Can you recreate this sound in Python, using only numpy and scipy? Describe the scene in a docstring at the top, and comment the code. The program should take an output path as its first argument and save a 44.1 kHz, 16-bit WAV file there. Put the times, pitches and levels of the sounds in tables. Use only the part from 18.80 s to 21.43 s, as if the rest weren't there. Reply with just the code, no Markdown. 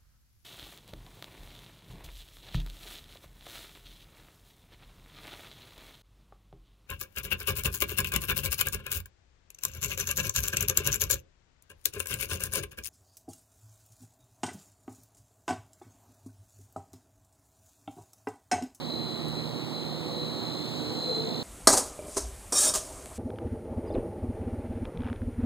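"""A pumpjack nods slowly at the edge of a wood, over broad rumble and drone (right) and thin hiss.
From 0 s its inverter-fed motor sings near 4 kHz: a comb of sines, spaced by the drive frequency, each fading alone.
Gear sines whine softly on the left; band noise, throbbing with the pulley, is the belt swish. A dry tick at 0.5 s.
The comb fans out and the whine rises to 1.3 s, then both sink back; a weaker tick at 1.6 s.
From then a faint insect rasp of pulsed noise grows; one rising chip at 2 s; the gear whine peaks at 2.4 s."""
import sys
import numpy as np
from scipy import signal
from scipy.fft import rfft, irfft
from scipy.io import wavfile

SR = 44100
rng = np.random.default_rng(int(sys.argv[2]) if len(sys.argv) > 2 else 0)


def inscribe(sig):
    """Save sig as 16-bit PCM at rate SR to the path in sys.argv[1].

    A 1-D sig is mono; a 2-D sig holds one channel per row.
    Samples are clipped to [-1, 1] before scaling.
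    """
    pcm = np.round(np.clip(np.atleast_2d(sig).T, -1, 1) * 32767)
    wavfile.write(sys.argv[1], SR, pcm.astype(np.int16))


N = 115983
T = np.arange(N) / SR
HZ = np.fft.rfftfreq(N, 1 / SR)


def amp(db):
    """Decibels to gain."""
    return 10 ** (np.asarray(db) / 20)


def unit(x):
    """Scales to rms 1."""
    return x / np.sqrt(np.mean(x ** 2) + 1e-20)


def curve(rows, axis=1):
    """One column of a time table at every sample."""
    rows = np.array(rows)
    return np.interp(T, rows[:, 0], rows[:, axis])


def spectrum(rows, axis=1):
    """One column of a frequency table at every bin, on a log frequency axis."""
    rows = np.array(rows)
    return np.interp(np.log(HZ + 1), np.log(rows[:, 0] + 1), rows[:, axis])


def noise(gain):
    """Noise of rms 1 with the given colour."""
    return unit(irfft(rfft(rng.standard_normal(N)) * gain, N))


def band(hz, width_hz):
    """Noise of rms 1 in one soft-edged band."""
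    return noise(np.exp(-.5 * ((HZ - hz) / width_hz) ** 2))


def wander(corner_hz):
    """Random curve of rms 1, low-passed at the corner."""
    return noise((HZ > 0) / (1 + (HZ / corner_hz) ** 4))


def angle(hz):
    """Running phase [rad] of a frequency or frequency curve."""
    return 2 * np.pi * np.cumsum(hz * np.ones(N)) / SR


def tone(hz, rms_db, drift_rad, drift_hz):
    """A sine at an rms level whose phase drifts at random."""
    phase = angle(hz) + drift_rad * wander(drift_hz) + 2 * np.pi * rng.random()
    return np.sqrt(2) * amp(rms_db) * np.cos(phase)


def flutter(db, hz):
    """Gain of rms 1 that trembles at random (dB against its steady part)."""
    return unit(1 + amp(db) * wander(hz))


# part of each motor tone arrives scattered (dB against the clean part)
FLUTTER_DB, FLUTTER_HZ = -17, 30
DRIFT_RAD, DRIFT_HZ = .75, 1.5


def motor_tone(hz, db):
    """One motor tone: drifts slowly against the others, flutters in level and phase."""
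    shiver_hz = amp(FLUTTER_DB) * np.gradient(wander(FLUTTER_HZ)) * SR / (2 * np.pi)
    drifting = tone(hz + shiver_hz, db, DRIFT_RAD, DRIFT_HZ)
    return drifting * flutter(FLUTTER_DB, FLUTTER_HZ)


# stroke, also drives the gears: (time [s], drive frequency [Hz], gear whine [Hz])
STROKE = [(0, 27.8, 447), (.25, 27.8, 449), (.45, 28.2, 457), (.7, 28.9, 468), (1, 29.4, 480),
          (1.3, 30.15, 492), (1.55, 29.8, 489), (1.75, 28.6, 471), (1.9, 28, 455), (2.08, 27.55, 443),
          (2.3, 27.95, 447), (2.63, 27.8, 447)]
# motor load, also moves hiss and rumble: (time [s], level [dB])
LOAD = [(0, -0.5), (.5, 0.5), (1.1, 0.5), (1.6, 1), (2, 2.5), (2.35, 2), (2.63, 2)]
# strongest side tones at +3, +1, -3, +9 drive frequencies, before trim: (time [s], level [dB])
TONE_UP_3 = [(0.0, -57), (0.13, -38.5), (0.36, -42), (0.53, -79), (0.581, -38), (0.87, -82), (0.94, -43),
             (1.26, -50.5), (1.42, -38), (1.49, -42.5), (1.52, -52.5), (1.69, -41), (1.95, -47),
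             (2.08, -42), (2.13, -54), (2.17, -39), (2.38, -31), (2.45, -40), (2.57, -42), (2.63, -46)]
TONE_UP_1 = [(0.0, -48), (0.26, -42), (0.38, -47), (0.54, -45), (0.88, -56), (0.96, -43), (1.2, -54),
             (1.45, -44), (1.63, -48), (1.75, -57), (2.03, -54), (2.1, -44), (2.32, -52), (2.4, -44),
             (2.63, -45)]
TONE_DOWN_3 = [(0.0, -53), (0.13, -44), (0.23, -56), (0.28, -49), (0.53, -45), (0.64, -53), (0.79, -48),
               (1.21, -55), (1.42, -47), (1.63, -56), (1.7, -47), (1.81, -55), (2.01, -44), (2.12, -56),
               (2.63, -56)]
TONE_UP_9 = [(0.0, -52), (0.68, -54), (0.77, -48), (1.06, -56), (1.29, -48), (1.48, -53), (1.57, -46),
             (1.71, -54), (2.11, -46), (2.29, -54), (2.37, -49), (2.44, -55), (2.63, -48)]
# stroke stages, lightly loaded, top speed, heavily loaded: times [s]
STAGES_S = [.4, 1.4, 2.25]
# weaker side tones, before fading: (drive multiple added to switching rate [-], level at each stage [dB] x 3)
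SIDE_TONES = [(-21, -74, -77, -69), (-19, -62, -66, -60), (-15, -73, -74, -64), (-13, -64, -60, -55),
              (-9, -59, -62, -58), (-7, -68, -72, -63), (-5, -58, -54, -61), (-1, -58, -52, -52),
              (5, -52, -49, -48), (7, -62, -62, -61), (11, -64, -63, -55), (13, -69, -68, -61),
              (15, -68, -69, -63), (17, -76, -74, -67), (21, -67, -76, -65)]
# overtones, before load: (switching multiple [-], drive multiple added [-], level [dB])
OVERTONES = [(2, -8, -77), (2, -4, -74), (3, -3, -78), (3, 3, -79)]
SWITCH_HZ, STRONG_TRIM_DB = 3999, -.5
FADE_DB, FADE_HZ = 4.5, 3.5


def motor():
    """The inverter's switching tones, split by the drive frequency, ring the motor casing."""
    drive_hz, load_db = curve(STROKE), curve(LOAD)
    out = np.zeros(N)
    for k, level in [(3, TONE_UP_3), (1, TONE_UP_1), (-3, TONE_DOWN_3), (9, TONE_UP_9)]:
        out += motor_tone(SWITCH_HZ + k * drive_hz, curve(level) + STRONG_TRIM_DB)
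    for k, *levels in SIDE_TONES:
        fade_db = FADE_DB * np.tanh(wander(FADE_HZ))
        out += motor_tone(SWITCH_HZ + k * drive_hz, np.interp(T, STAGES_S, levels) + fade_db)
    for m, k, db in OVERTONES:
        out += motor_tone(m * SWITCH_HZ + k * drive_hz, db + load_db)
    return np.array([out, out])


# left gear tones, before waver: (time [s], whine level [dB], upper partner level [dB])
GEAR = [(0, -58, -49), (.3, -51, -54), (.55, -54, -60), (.73, -47, -60), (.88, -55, -58), (1.08, -48, -48),
        (1.22, -46, -58), (1.42, -41.5, -57), (1.65, -49, -49), (1.84, -57, -62), (1.94, -44, -60),
        (2.12, -43.5, -44.5), (2.28, -41, -38.5), (2.4, -35.5, -48), (2.53, -40, -47), (2.63, -48, -50)]
UPPER_RATIO = 1.12
GEAR_FLUTTER_DB, GEAR_FLUTTER_HZ = -12, 14
CASE_HZ, CASE_DB = 682, -10.5  # dB against the whine's table level


def gears(right_db=-9, waver_db=3.0, waver_hz=16.0):
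    """Two gear tones rise and fall with the stroke; the gearbox rings along at a fixed pitch."""
    hz, db = curve(STROKE, axis=2), curve(GEAR)
    whine = np.zeros(N)
    for tone_hz, level in [(hz, db), (UPPER_RATIO * hz, curve(GEAR, axis=2))]:
        whine += tone(tone_hz, level + waver_db * wander(waver_hz), drift_rad=.13, drift_hz=4.3)
    ring = tone(CASE_HZ, db + CASE_DB, drift_rad=1.0, drift_hz=9.5)
    left = whine * flutter(GEAR_FLUTTER_DB, GEAR_FLUTTER_HZ) + ring
    return np.array([left, amp(right_db) * left])


BELT_HZ, BELT_WIDTH_HZ, BELT_DB = 2400, 290, -57.5
PULLEY_HZ, PULLEY_PEAK_S, BELT_THROB_DB = 4.8, 1.245, 3.5


def belt():
    """Band noise swishes once per turn of the pulley."""
    throb = np.cos(2 * np.pi * PULLEY_HZ * (T - PULLEY_PEAK_S))
    return band(BELT_HZ, BELT_WIDTH_HZ) * amp(BELT_DB + BELT_THROB_DB * throb)


# right-hand drone tones, before swell and waver: (frequency [Hz], level [dB])
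DRONE = [(77.3, -54), (125.8, -46.5), (156, -41), (232.5, -44.5), (251.8, -44), (302.6, -47), (378, -52),
         (553.5, -54.5)]
DRONE_DRIFT_RAD, DRONE_DRIFT_HZ = .55, 5
DRONE_SWELL_DB, DRONE_SWELL_HZ = 3.5, 3


def drone(left_db=-15, waver_db=1.47, echo_gain=0.71):
    """Low wavering machine tones from the right; the left hears them partly off the trees."""
    direct, echoed = np.zeros((2, N))
    for hz, db in DRONE:
        level = db + DRONE_SWELL_DB * np.tanh(wander(DRONE_SWELL_HZ))
        direct += tone(hz, level + waver_db * wander(15.5), DRONE_DRIFT_RAD, DRONE_DRIFT_HZ)
        echoed += tone(hz, level + waver_db * wander(12), DRONE_DRIFT_RAD, DRONE_DRIFT_HZ)
    return np.array([amp(left_db) * (direct + echo_gain * echoed), direct])


# rumble colour: (frequency [Hz], relative density [dB])
RUMBLE = [(20, -36), (55, -24), (72, -11), (120, 0.5), (200, 2), (275, -0.5), (325, 5.5), (430, -3),
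          (700, -4.5), (1000, -8.5), (1300, -16.5), (1600, -27), (1900, -17), (2400, -24.5), (5000, -135)]
# rumble's left side: (frequency [Hz], level against the right [dB], likeness to the right [0-1])
RUMBLE_LEFT = [(60, -12, 0.3), (166, -12, 0.84), (388, -11.5, 0.95), (620, -9, 0.43), (990, -9.5, 0.85),
               (1440, 2.5, 0.92), (1940, -33, 0)]
RUMBLE_DB = -35


def rumble(swell_db=-0.4, swell_hz=4.1, load_share=0.16):
    """Broad low machine noise, stronger on the right, partly alike on both sides."""
    colour = amp(spectrum(RUMBLE))
    right, other = noise(colour), noise(colour)
    same = np.clip(spectrum(RUMBLE_LEFT, axis=2), 0, 1)
    mixed = same * rfft(right) + np.sqrt(1 - same ** 2) * rfft(other)
    left = irfft(mixed * amp(spectrum(RUMBLE_LEFT)), N)
    level_db = RUMBLE_DB + swell_db * wander(swell_hz) + load_share * curve(LOAD)
    return np.array([left, right]) * amp(level_db)


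# insect rasp, before waver: (time [s], level [dB])
RASP = [(0, -74), (1.4, -76), (1.65, -63), (1.9, -66), (2.0, -61.5), (2.63, -60.5)]
RASP_HZ, RASP_WIDTH_HZ, RASP_RATE_HZ, RASP_DECAY_S = 6900, 850, 100, .003
CHIP_S, CHIP_LENGTH_S, CHIP_HZ, CHIP_RISE_HZ_PER_S, CHIP_DB = 1.963, .007, 6900, 135000, -50.5  # peak dB


def wood():
    """An insect's rasp is band noise in quick, uneven decaying ticks; one chip is a rising sine burst."""
    turns = angle(RASP_RATE_HZ) / (2 * np.pi) + .3 * wander(25)
    pulses = unit(np.exp(-(turns % 1) / (RASP_RATE_HZ * RASP_DECAY_S)))
    level_db = curve(RASP) + 1.0 * wander(9.5)
    rasp = band(RASP_HZ, RASP_WIDTH_HZ) * pulses * amp(level_db)
    t = T - CHIP_S
    swing = np.cos(2 * np.pi * (CHIP_HZ + CHIP_RISE_HZ_PER_S * t / 2) * t)
    chip = np.exp(-(t / CHIP_LENGTH_S) ** 2) * swing
    return rasp + amp(CHIP_DB) * chip


# dry ticks: (time [s], peak level [dB])
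TICKS = [(.4845, -26.5), (1.635, -34)]
TICK_HZ, TICK_S = 11300, .00006


def ticks():
    """Very short, high sine bursts under a bell-shaped envelope."""
    out = np.zeros(N)
    for start_s, peak_db in TICKS:
        t = T - start_s
        out += amp(peak_db) * np.exp(-(t / TICK_S) ** 2) * np.cos(2 * np.pi * TICK_HZ * t)
    return np.array([out, out])


# hiss colour: (frequency [Hz], relative density [dB])
HISS = [(300, -4), (1200, -3.5), (1650, -3.5), (2400, -2.5), (3200, 5.5), (3700, -5.5), (4100, -0.5),
        (4500, -2.5), (5300, -2.5), (6200, -8.5), (7200, -11.5), (7800, -7.5), (8200, 1.5), (8850, -14),
        (11000, -18), (12100, -12), (13000, -18.5), (15700, -14)]
HISS_DB = -47.5  # shared part, before load


def hiss(apart_gain=0.063):
    """Casing and air hiss follows the load; nearly the same noise on both sides."""
    colour = amp(spectrum(HISS))
    both = noise(colour) + apart_gain * np.array([noise(colour), noise(colour)])
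    return both * amp(HISS_DB + curve(LOAD))


def scene():
    """All sources at the microphone."""
    return motor() + gears() + belt() + drone() + rumble() + wood() + ticks() + hiss()


# wide stereo microphone turns bands against each other: (frequency [Hz], left's lead [half turns])
WIDENING = [(0, 1), (70, 1), (150, .6), (270, .55), (350, .28), (700, .13), (1150, 0), (1560, 0),
            (1800, -.55), (2350, -1), (3100, -1), (3400, -.45), (3650, 0), (4300, 0), (4700, .3), (5200, 1),
            (5900, 1), (6400, 0), (7400, 0), (8250, 1), (8900, 1), (9000, 0), (10300, 0), (10400, 1),
            (11500, 1), (12100, 0), (13000, 0), (13200, 1), (14200, 1), (14600, 0), (16000, 0)]
EDGE_HZ = 15780


def record(dry):
    """Stereo widening by phase turns on the right, then a low-pass."""
    turn = np.exp(-1j * np.pi * np.interp(HZ, *np.transpose(WIDENING)))
    wide = np.array([dry[0], irfft(rfft(dry[1]) * turn, N)])
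    low_pass = signal.firwin(1023, EDGE_HZ, window=("kaiser", 9), fs=SR)
    return signal.oaconvolve(wide, low_pass[None], "same")


dry = scene()
out = record(dry)
inscribe(out)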